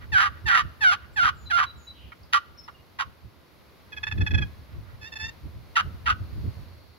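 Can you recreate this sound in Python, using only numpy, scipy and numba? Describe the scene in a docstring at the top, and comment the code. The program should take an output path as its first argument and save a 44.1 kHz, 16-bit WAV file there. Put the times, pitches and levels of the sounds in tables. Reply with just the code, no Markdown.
"""A wooden box call played in a field: five yelps, four clucks, a soft purr, a whine, two more clucks.
The chalked lid sticks and slips on the box's lip and rings its thin wall, whose note falls as the lid
slides across. Ground, bushes and trees answer faintly. Small birds whistle, a thin trill enters near
the end, and a breeze buffets the two microphone ports over the hush of the field."""
import sys
import numpy as np
from scipy import signal
from scipy.fft import rfft, irfft, next_fast_len
from scipy.io import wavfile
from scipy.ndimage import uniform_filter1d, map_coordinates
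from numba import njit

SR = 44100
rng = np.random.default_rng(int(sys.argv[2]) if len(sys.argv) > 2 else 0)


def wav_out(sig):
    """Save sig, one row per channel (or a flat mono array), as 16-bit PCM at SR to the path in sys.argv[1]."""
    wavfile.write(sys.argv[1], SR, np.round(np.clip(np.atleast_2d(sig).T, -1, 1) * 32767).astype(np.int16))


N = 307818

# Long strokes: t/s, length/s, level/dB, pressure peak/s, slide/s, slip rate after slide/Hz,
# last slip rate/Hz, clean part/s, roughness, last wall note/Hz, bite/dB, side wall/Hz, side wall/dB
YELPS = [(0.118, .17, -18.5, 0.069, 0.065, 709.8, 810.7, 0.059, 0.69, 1152, 3.5, 1644, 16),
         (0.456, 0.17, -18.5, 0.099, 0.056, 799.8, 723.3, 0.038, 0.66, 1157, 2, 1804, 16),
         (0.806, .15, -18.5, 0.064, 0.07, 714, 886, .112, 0.32, 1130, 0.5, 2200, 4),
         (1.159, .15, -19.5, 0.093, .05, 703.7, 777, .072, 0.76, 1130, 1, 960, -3),
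         (1.498, .159, -20, 0.078, .028, 690, 712.6, .07, .75, 1056, -0.5, 1453, -16)]


def yelps(catch_hz=917.3, rasp_start_hz=783, break_s=0.017, wall_start_hz=1841, wall_settled_hz=1459,
          wall_slide_s=0.055, settled_rough=0.079, slide_rough=0.26, swell_db=10.5, fade_db=11):
    """A clean note slides down and swells, then breaks into a rasp while the wall's note keeps falling."""
    out, box = np.zeros(N), box_ring()
    for (start, length, db, peak_s, slide_s, low_hz, last_hz, clean_s, rasp,
         last_wall_hz, bite_db, side_hz, side_db) in YELPS:
        t, u = stroke_times(length)
        slid = np.clip(t / slide_s, 0, 1)
        broken = np.clip((t - clean_s) / break_s + 0.5, 0, 1)
        rasp_done = np.clip((t - clean_s) / (length - clean_s), 0, 1)
        clean_hz = low_hz + (catch_hz - low_hz) * (1 - slid) ** 1.2
        rasp_hz = rasp_start_hz + (last_hz - rasp_start_hz) * rasp_done ** 2
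        slip_hz = clean_hz + broken * (rasp_hz - clean_hz) + 7 * wobble(69.6, len(t))
        wall_hz = np.interp(t, [0, min(slide_s, wall_slide_s)], [wall_start_hz, wall_settled_hz])
        to_go = np.clip((length - t) / (length - wall_slide_s), 0, 1)
        wall_hz += (last_wall_hz - wall_settled_hz) * (1 - to_go ** 1.1)
        clean_rough = settled_rough + (slide_rough - settled_rough) * np.sin(np.pi * slid ** 2)
        rough = clean_rough + broken * (rasp - clean_rough)
        from_peak = np.interp(t, [0, peak_s, length], [-1, 0, 1])
        pressure = amp(db - np.where(from_peak < 0, swell_db, fade_db) * from_peak ** 2)
        sound = firm_stroke(box, slip_hz, wall_hz, rough, bite_db, side_hz, side_db + 10 * (0.5 - u))
        add(out, start, sound * pressure * contact(t, length, attack_s=0.013, release_s=0.023))
    return out


# Short strokes: t/s, length/s, level/dB, roughness, last wall note/Hz, bite/dB, side wall/Hz, side wall/dB
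CLUCKS = [(2.118, 0.0157, -39.5, 1, 1332, -20, 2200, 17.5), (2.326, 0.062, -17.5, .9, 1200, 8, 1356, 7.5),
          (2.677, .026, -40.5, 1.13, 1107, 2, 970, 21), (2.986, .054, -25.5, 0.82, 1099, 4, 1025, 10),
          (5.754, 0.062, -18, 0.84, 1309, 1, 2760, 4), (6.057, .076, -19.5, 0.79, 1271, 1.5, 2710, 6)]


def clucks(catch_hz=966.7, last_hz=709.3, wall_start_hz=2000, drop_share=0.17, break_s=0.0078, fade_db=5):
    """One flick: the lid rasps almost at once and the wall's note drops straight away."""
    out, box = np.zeros(N), box_ring()
    for start, length, db, rasp, last_wall_hz, bite_db, side_hz, side_db in CLUCKS:
        t, u = stroke_times(length)
        slip_hz = catch_hz + u * (last_hz - catch_hz)
        wall_hz = last_wall_hz + (wall_start_hz - last_wall_hz) * np.exp(-(u / drop_share) ** 2)
        rough = rasp * np.clip(t / break_s, 0, 1)
        sound = firm_stroke(box, slip_hz, wall_hz, rough, bite_db + 6 * (0.5 - u), side_hz, side_db)
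        touch = contact(t, length, attack_s=0.25 * length, release_s=0.36 * length)
        add(out, start, sound * amp(db - fade_db * u) * touch)
    return out


def stroke_times(length_s, tail_s=0.04):
    """Times through a stroke and its ring-out, and the share of the stroke done."""
    t = np.arange(round((length_s + tail_s) * SR)) / SR
    return t, np.clip(t / length_s, 0, 1)


def contact(t, length_s, attack_s, release_s, lift_db=14, ring_out_s=0.0028):
    """The lid lands, holds, eases off and lifts."""
    easing = np.clip((t - length_s + release_s) / release_s, 0, 1)
    ring_out = np.exp(-np.maximum(t - length_s, 0) / ring_out_s)
    return np.clip(t / attack_s, 0, 1) * amp(-lift_db * easing ** 2) * ring_out


def firm_stroke(box, slip_hz, wall_hz, rough, bite_db, side_hz, side_db,
                wall_db=10, upper_db=7, chalk_db=-24, bite_hz=2600, flutter_db=2):
    """Slips and chalk grit ring two gliding wall modes, the side wall and the hollow box."""
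    n = len(slip_hz)
    rough = np.clip(rough, 0, 1) + 0.018
    chalk = amp(chalk_db + 5 * wobble(460, n)) * np.sqrt(rough) * rng.standard_normal(n)
    force = unit(slips(slip_hz, wall_hz, rough)) + chalk
    wall = amp(wall_db) * gliding_ring(force, wall_hz, width_hz=105.0)
    upper = amp(upper_db) * rough * gliding_ring(force, 1.168 * wall_hz, width_hz=200.0)
    side = amp(side_db) * rough * steady_ring(force, side_hz, width_hz=150)
    # A hard bite makes each slip abrupt, adding treble.
    treble = filtered(force, lambda hz: hz ** 4 / (hz ** 4 + bite_hz ** 4))
    bite = (amp(bite_db + flutter_db * wobble(90, n)) - 1) * treble
    sound = signal.fftconvolve(force + bite + wall + upper + side, box)[:n]
    # Levelled, so that hand pressure sets the strength.
    running_rms = np.sqrt(np.abs(uniform_filter1d(sound ** 2, size=400)) + 1e-9)
    return sound / running_rms * amp(flutter_db * rough * wobble(222, n))


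def slips(slip_hz, wall_hz, rough, pull=0.18, scatter=0.12, uneven_db=4, wander_hz=50):
    """One pulse per slip; the swinging wall hurries or delays each one, which makes the rasp."""
    n = len(slip_hz)
    turns = np.cumsum(slip_hz) / SR
    at = np.interp(np.arange(1, turns[-1]), turns, np.arange(n))
    i = at.astype(int)
    wall_turns = np.cumsum(wall_hz + wander_hz * rough * wobble(252, n)) / SR
    swing = np.sin(2 * np.pi * np.interp(at, np.arange(n), wall_turns))
    jitter, strength = rng.standard_normal((len(at), 2)).T
    at += rough[i] * (pull * swing + scatter * jitter) * SR / slip_hz[i]
    taps = np.floor(at)[:, None] + np.arange(-7, 9)
    offset = taps - at[:, None]
    pulses = np.sinc(offset) * np.sinc(offset / 8)  # band-limited, between samples
    pulses *= amp(uneven_db * rough[i] * strength)[:, None]
    return np.bincount(np.clip(taps, 0, n - 1).astype(int).ravel(), pulses.ravel(), n)


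# Radiation of the hollow box: f/Hz, level/dB
BOX_SPECTRUM = [(450, -20.5), (600, -19.5), (740, -10.5), (980, -10), (1200, 0), (1550, -2.5), (2200, -6.5),
                (3400, -8.5), (4600, -12.5), (6000, -19.5), (7100, -22.5), (8400, -38), (10500, -21),
                (15500, -55)]
# Box resonances: f/Hz, width/Hz, level/dB
BOX_MODES = [(740, 420, -9.5), (1182, 90, -2.5), (1439, 218, 5.5), (1910, 67, 2), (2845, 137, 4),
             (2994, 280, 0), (4300, 22, -23)]


def box_ring(size=4096):
    """The box's minimum-phase response to one slip: a broad colour with resonances on it."""
    hz = np.fft.rfftfreq(size, 1 / SR)
    peaks = sum(amp(db) / (1 + (2 * (hz - centre) / width) ** 2) for centre, width, db in BOX_MODES)
    cepstrum = irfft(np.log(amp(along(BOX_SPECTRUM, hz)) * (1 + peaks)))
    cepstrum[1:size // 2] *= 2
    cepstrum[size // 2:] = 0
    return irfft(np.exp(rfft(cepstrum)))[:size // 2]


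# Lid taps: t/s, length/s, level/dB
PURR_TAPS = [(3.919, 0.029, -40.5), (3.964, 0.025, -35), (4.03, 0.017, -27), (4.067, 0.023, -27.5),
             (4.112, 0.021, -29.5), (4.176, 0.015, -40), (4.205, 0.024, -29), (4.262, 0.023, -28),
             (4.306, 0.016, -34), (4.337, 0.023, -29), (4.374, 0.023, -30), (4.411, 0.034, -34)]
# Slip rate: t/s, f/Hz
PURR_PITCH = [(3.925, 844), (3.943, 837.3), (4.083, 869), (4.411, 841), (4.44, 820.0)]


def purr():
    """A run of light, gritty taps of the lid."""
    return light_strokes(PURR_TAPS, PURR_PITCH, glide_hz=-34.5, edge_db=-4.5, grit_db=-16,
                         grit_fall_db=14, arch=0.9, lean=0.99, shake_db=3)


# Light strokes: t/s, length/s, level/dB
WHINE_STROKES = [(5.007, 0.093, -42.5), (5.119, 0.026, -40), (5.154, 0.023, -36.5), (5.184, 0.095, -33.5),
                 (5.277, 0.025, -39.5)]
# Slip rate: t/s, f/Hz
WHINE_PITCH = [(5.015, 874.2), (5.047, 862), (5.077, 915), (5.151, 876), (5.207, 872), (5.298, 910.6)]


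def whine():
    """Light strokes drawn out, cleaner and brighter than the purr."""
    return light_strokes(WHINE_STROKES, WHINE_PITCH, glide_hz=12, edge_db=4.5, grit_db=-20.5,
                         grit_fall_db=5, arch=0.63, lean=1.17, shake_db=2.9)


# Harmonics of even slipping: multiple, level/dB
HARMONICS = [(1, -15.5), (2, 3), (3, -2), (4, -3.5), (5, -16), (6, -13), (7, -20), (8, -24.5), (12, -29)]


def light_strokes(strokes, pitch, glide_hz, edge_db, grit_db, grit_fall_db, arch, lean, shake_db):
    """The lid catches with a short scratch, then slips evenly in a clean stack of harmonics."""
    out, box = np.zeros(N), box_ring()
    for start, length, db in strokes:
        u = progress(length)
        n = len(u)
        slip_hz = curve(pitch, start + u * length) + glide_hz * (u - 0.5) + 3 * wobble(290, n)
        phase = 2 * np.pi * np.cumsum(slip_hz) / SR
        tone = np.zeros(n)
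        for k, harmonic_db in HARMONICS:
            gain = amp(harmonic_db + edge_db * (k >= 5) + 0.5 * rng.standard_normal())
            tone += gain * np.sin(k * phase + rng.uniform(0, 2 * np.pi))
        chalk = rng.standard_normal(n)
        chalk = np.gradient(chalk) + amp(13) * steady_ring(chalk, hz=2050, width_hz=450)
        grit = amp(grit_db + grit_fall_db * (0.5 - u)) * unit(signal.fftconvolve(chalk, box)[:n])
        swell = np.abs(np.sin(np.pi * u ** lean))
        sound = swell ** arch * unit(tone) + np.sqrt(swell) * grit
        add(out, start, amp(db + shake_db * wobble(243, n)) * sound)
    return out


# Return strokes: start t/s, end t/s, level/dB
SWISHES = [(0, 0.06, -48), (0.31, 0.41, -52.5), (0.659, 0.748, -57), (0.99, 1.072, -53),
           (4.658, 4.803, -62), (4.826, 4.972, -59.5)]


def swishes():
    """Sliding back without pressure, the lid only rubs softly on the chalk."""
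    out, box = np.zeros(N), box_ring()
    for start, end, db in SWISHES:
        u = progress(end - start)
        chalk = rng.standard_normal(len(u))
        chalk += amp(10) * steady_ring(chalk, hz=1750, width_hz=800)
        rub = unit(signal.fftconvolve(chalk, box)[:len(u)])
        add(out, start, amp(db) * np.sin(np.pi * u) * rub)
    return out


# Left port's phase lead: f/Hz, phase/rad
PORT_LEAD = [(0, 0), (450, 0.1), (750, 0.5), (1210, 0.9), (2150, 5.9), (2580, 6.5), (3100, 11.3),
             (4650, 14.4), (5770, 16.5), (7670, 15.6), (8350, 14.2), (8790, 15.0), (10400, 16.7),
             (11400, 16.1), (13200, 19.5), (16100, 27.0)]
# Port colour, left minus right: f/Hz, level/dB
PORT_TILT = [(60, -3.0), (99, -3.0), (160, -1.5), (270, -1.0), (450, -1.0), (740, -2.0), (1220, -3.0),
             (2010, -2.5), (3330, -0.5), (5500, -3.5), (9080, 0.0), (15000, 0.0)]


def ports(x, right_db=0.56):
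    """The call reaches each port with its own phase and colour, plus an overall lean to the right."""
    def response(hz):
        left = amp(along(PORT_TILT, hz) / 2) * np.exp(0.5j * along(PORT_LEAD, hz))
        return np.array([left, 1 / left])
    return filtered(x, response) * amp([[-right_db], [right_db]])


# Tree line's decay before scaling: f/Hz, T60/s
TREE_DECAY = [(500, 0.94), (1500, 0.96), (4000, 1), (10000, 0.098)]


def scattered(x, t60_scale):
    """Outdoor scatter: a diffuse tail for each port, its top dying first."""
    hz, t, noise = signal.stft(rng.standard_normal((2, SR)), SR, nperseg=256)
    t60_s = t60_scale * along(TREE_DECAY, hz)[:, None]
    tail = signal.istft(noise * amp(-60 * t / t60_s), SR, nperseg=256)[1]
    delayed = np.pad(x, (60, 0))[None]
    return signal.fftconvolve(delayed, tail / np.linalg.norm(tail[0]), axes=1)[:, :N]


# Bird notes: start t/s, end t/s, first f/Hz, last f/Hz, level/dB, buzz depth/Hz
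BIRD_NOTES = [(1.118, 1.227, 8070, 6800, -68, 44), (1.344, 1.488, 7740, 6680, -64.5, 44),
              (1.764, 1.824, 7800, 6660, -63.5, 53), (1.8, 1.89, 6920, 6670, -62, 53),
              (1.456, 1.488, 4130, 3950, -43, 10), (1.655, 1.694, 4020, 3907, -43.5, 10),
              (1.867, 1.899, 3920, 3947, -42, 11), (1.923, 2.119, 3200, 2875, -56.5, 237),
              (2.23, 2.241, 5760, 4650, -55, 100), (2.572, 2.617, 5370, 5370, -47.5, 59),
              (2.631, 2.662, 5400, 5320, -54, 43), (2.741, 2.766, 2870, 2814, -56, 24)]


def birds():
    """Whistles, most sliding down to settle; a fast waver turns some into buzzes."""
    out = np.zeros(N)
    for start, end, first_hz, last_hz, db, buzz_hz in BIRD_NOTES:
        u = progress(end - start)
        hz = last_hz + (first_hz - last_hz) * (1 - u) ** 2.2 + buzz_hz * wobble(990, len(u))
        whistle = unit(np.sin(2 * np.pi * np.cumsum(hz) / SR))
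        add(out, start, amp(db) * np.sin(np.pi * u) * whistle)
    return out


def trill(start_s=6, fade_in_s=0.3, centre_hz=4394, width_hz=522, db=-67):
    """A thin, steady shrilling far off in the grass."""
    noise = rng.standard_normal((2, N))
    band = filtered(noise, lambda hz: 1 / (1 + (2 * (hz - centre_hz) / width_hz) ** 2))
    return amp(db) * np.clip((np.arange(N) / SR - start_s) / fade_in_s, 0, 1) * unit(band)


# Breeze on the microphone: t/s, level/dB
BREEZE_LEVEL = [(0, -46), (.6, -46), (.85, -54), (1.3, -45.5), (1.9, -56), (2.5, -58), (3.85, -60),
                (4.1, -39.5), (4.25, -30), (4.42, -28.5), (4.55, -51), (4.8, -44), (5.05, -52),
                (5.7, -48.5), (6.4, -41), (6.6, -45.5), (6.98, -64)]
# Single eddies: t/s, level/dB
THUMPS = [(.13, -35.5), (.47, -36), (0.649, -36.5), (1.25, -39), (2.07, -44), (3.08, -45.5), (3.26, -44),
          (4.22, -23.5), (4.34, -23.5), (5.25, -40.5), (5.46, -36), (5.868, -34), (6.12, -35), (6.22, -35),
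          (6.379, -32.5), (6.469, -26)]
# Buffeting: f/Hz, level/dB
BUFFET_SPECTRUM = [(12, -40), (20, -9.5), (37, -18), (65, 2), (86, 2.5), (233, -19.5), (353, -22.5),
                   (392, -28.5), (700, -43), (910, -71.5), (1540, -120)]


def breeze(gain_db=3, eddy_db=3, lumps_db=1.5, right_db=1, thump_half_s=0.027):
    """Eddies buffet each port with its own rumble; single ones thump."""
    t = np.arange(N) / SR
    wind = amp(curve(BREEZE_LEVEL, t) + eddy_db * wobble(18, N))
    thumps = sum(amp(db) * np.exp(-np.minimum(((t - s) / thump_half_s) ** 2, 20)) for s, db in THUMPS)
    lumps = amp(lumps_db * np.array([wobble(28, N), wobble(25, N)]))
    rumble = unit(lumps * rush(BUFFET_SPECTRUM, coherence=0.17))
    return amp(gain_db) * np.hypot(wind, thumps) * rumble * amp([[-right_db], [right_db]])


# Air in the trees: t/s, level/dB
AIR_LEVEL = [(0, -55), (1.3, -56), (2.3, -56.5), (3.4, -57.5), (4.2, -53.5), (4.65, -55), (6.4, -53),
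             (6.98, -56.5)]
# Hush of the field: f/Hz, level/dB
AIR_SPECTRUM = [(88, -38), (150, -8.5), (367, -11), (455, -12.5), (531, -12), (815, -16.5), (1050, -14.5),
                (1810, -21.5), (2030, -19.5), (3120, -25), (4350, -23), (5930, -32), (8420, -44),
                (11100, -31.5), (15700, -35.5)]


def air(flutter_db=0.7):
    """Air in the trees makes a gently wavering hush."""
    level_db = curve(AIR_LEVEL, np.arange(N) / SR) + flutter_db * wobble(3.94, N)
    return amp(level_db) * rush(AIR_SPECTRUM, coherence=0.33)


def rush(spectrum, coherence):
    """Stereo noise of rms 1, partly shared by both ports."""
    shared, own = rng.standard_normal(N), rng.standard_normal((2, N))
    noise = np.sqrt(coherence) * shared + np.sqrt(1 - coherence) * own
    return unit(filtered(noise, lambda hz: amp(along(spectrum, hz))))


@njit
def gliding_ring(x, hz, width_hz):
    """A resonance of peak gain 1 whose note moves."""
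    y, z = np.zeros(len(x)), 0j
    for i in range(len(x)):
        z = z * np.exp((2j * hz[i] - width_hz) * np.pi / SR) + x[i]
        y[i] = 2 * np.pi * width_hz / SR * z.real
    return y


def steady_ring(x, hz, width_hz):
    """A resonance on one note."""
    return gliding_ring(x, np.full(len(x), float(hz)), float(width_hz))


def amp(db):
    """Decibels to gain."""
    return 10 ** (np.asarray(db) / 20)


def unit(x):
    """Scaled to rms 1."""
    return x / np.sqrt(np.mean(x ** 2) + 1e-20)


def along(points, hz):
    """(f/Hz, value) points read on a log axis."""
    f, values = np.transpose(points)
    return np.interp(np.log(hz + 1), np.log(f + 1), values)


def curve(points, t):
    """(t/s, value) points read at times t."""
    return np.interp(t, *np.transpose(points))


def progress(length_s):
    """A ramp from 0 to 1."""
    return np.linspace(0, 1, max(round(length_s * SR), 2))


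def wobble(rate_hz, n):
    """A smooth random curve of n samples, rate_hz knots a second."""
    knots = rng.standard_normal(int(n * rate_hz / SR) + 4)
    return map_coordinates(knots, [np.arange(n) * rate_hz / SR])


def filtered(x, response):
    """x through a complex frequency response."""
    n = x.shape[-1]
    size = next_fast_len(n + 8192, True)
    return irfft(rfft(x, size) * response(np.fft.rfftfreq(size, 1 / SR)), size)[..., :n]


def add(track, start_s, x):
    """Mix x into the track."""
    part = track[round(start_s * SR):][:len(x)]
    part += x[:len(part)]


def scene(firm_db=2, light_db=1, ground_db=-11, bushes_db=-24, trees_db=-32, bird_db=-2, bird_wet_db=-3):
    """The call is near, with quick scatter off ground and bushes; the birds sit deep in the trees."""
    light = amp(light_db) * (purr() + whine())
    firm = amp(firm_db) * (yelps() + clucks())
    call = firm + light + swishes()
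    song = amp(bird_db) * birds()
    echoes = amp(ground_db) * scattered(call, t60_scale=0.064)
    echoes += amp(bushes_db) * scattered(call, t60_scale=0.25)
    echoes += amp(trees_db) * scattered(call, t60_scale=0.83)
    echoes += amp(bird_wet_db) * scattered(song, t60_scale=0.33)
    return ports(call) + echoes + song + trill() + breeze() + air()


def record(dry, top_hz=15780):
    """Brick-wall low-pass."""
    return filtered(dry, lambda hz: hz < top_hz)


dry = scene()
out = record(dry)
wav_out(out)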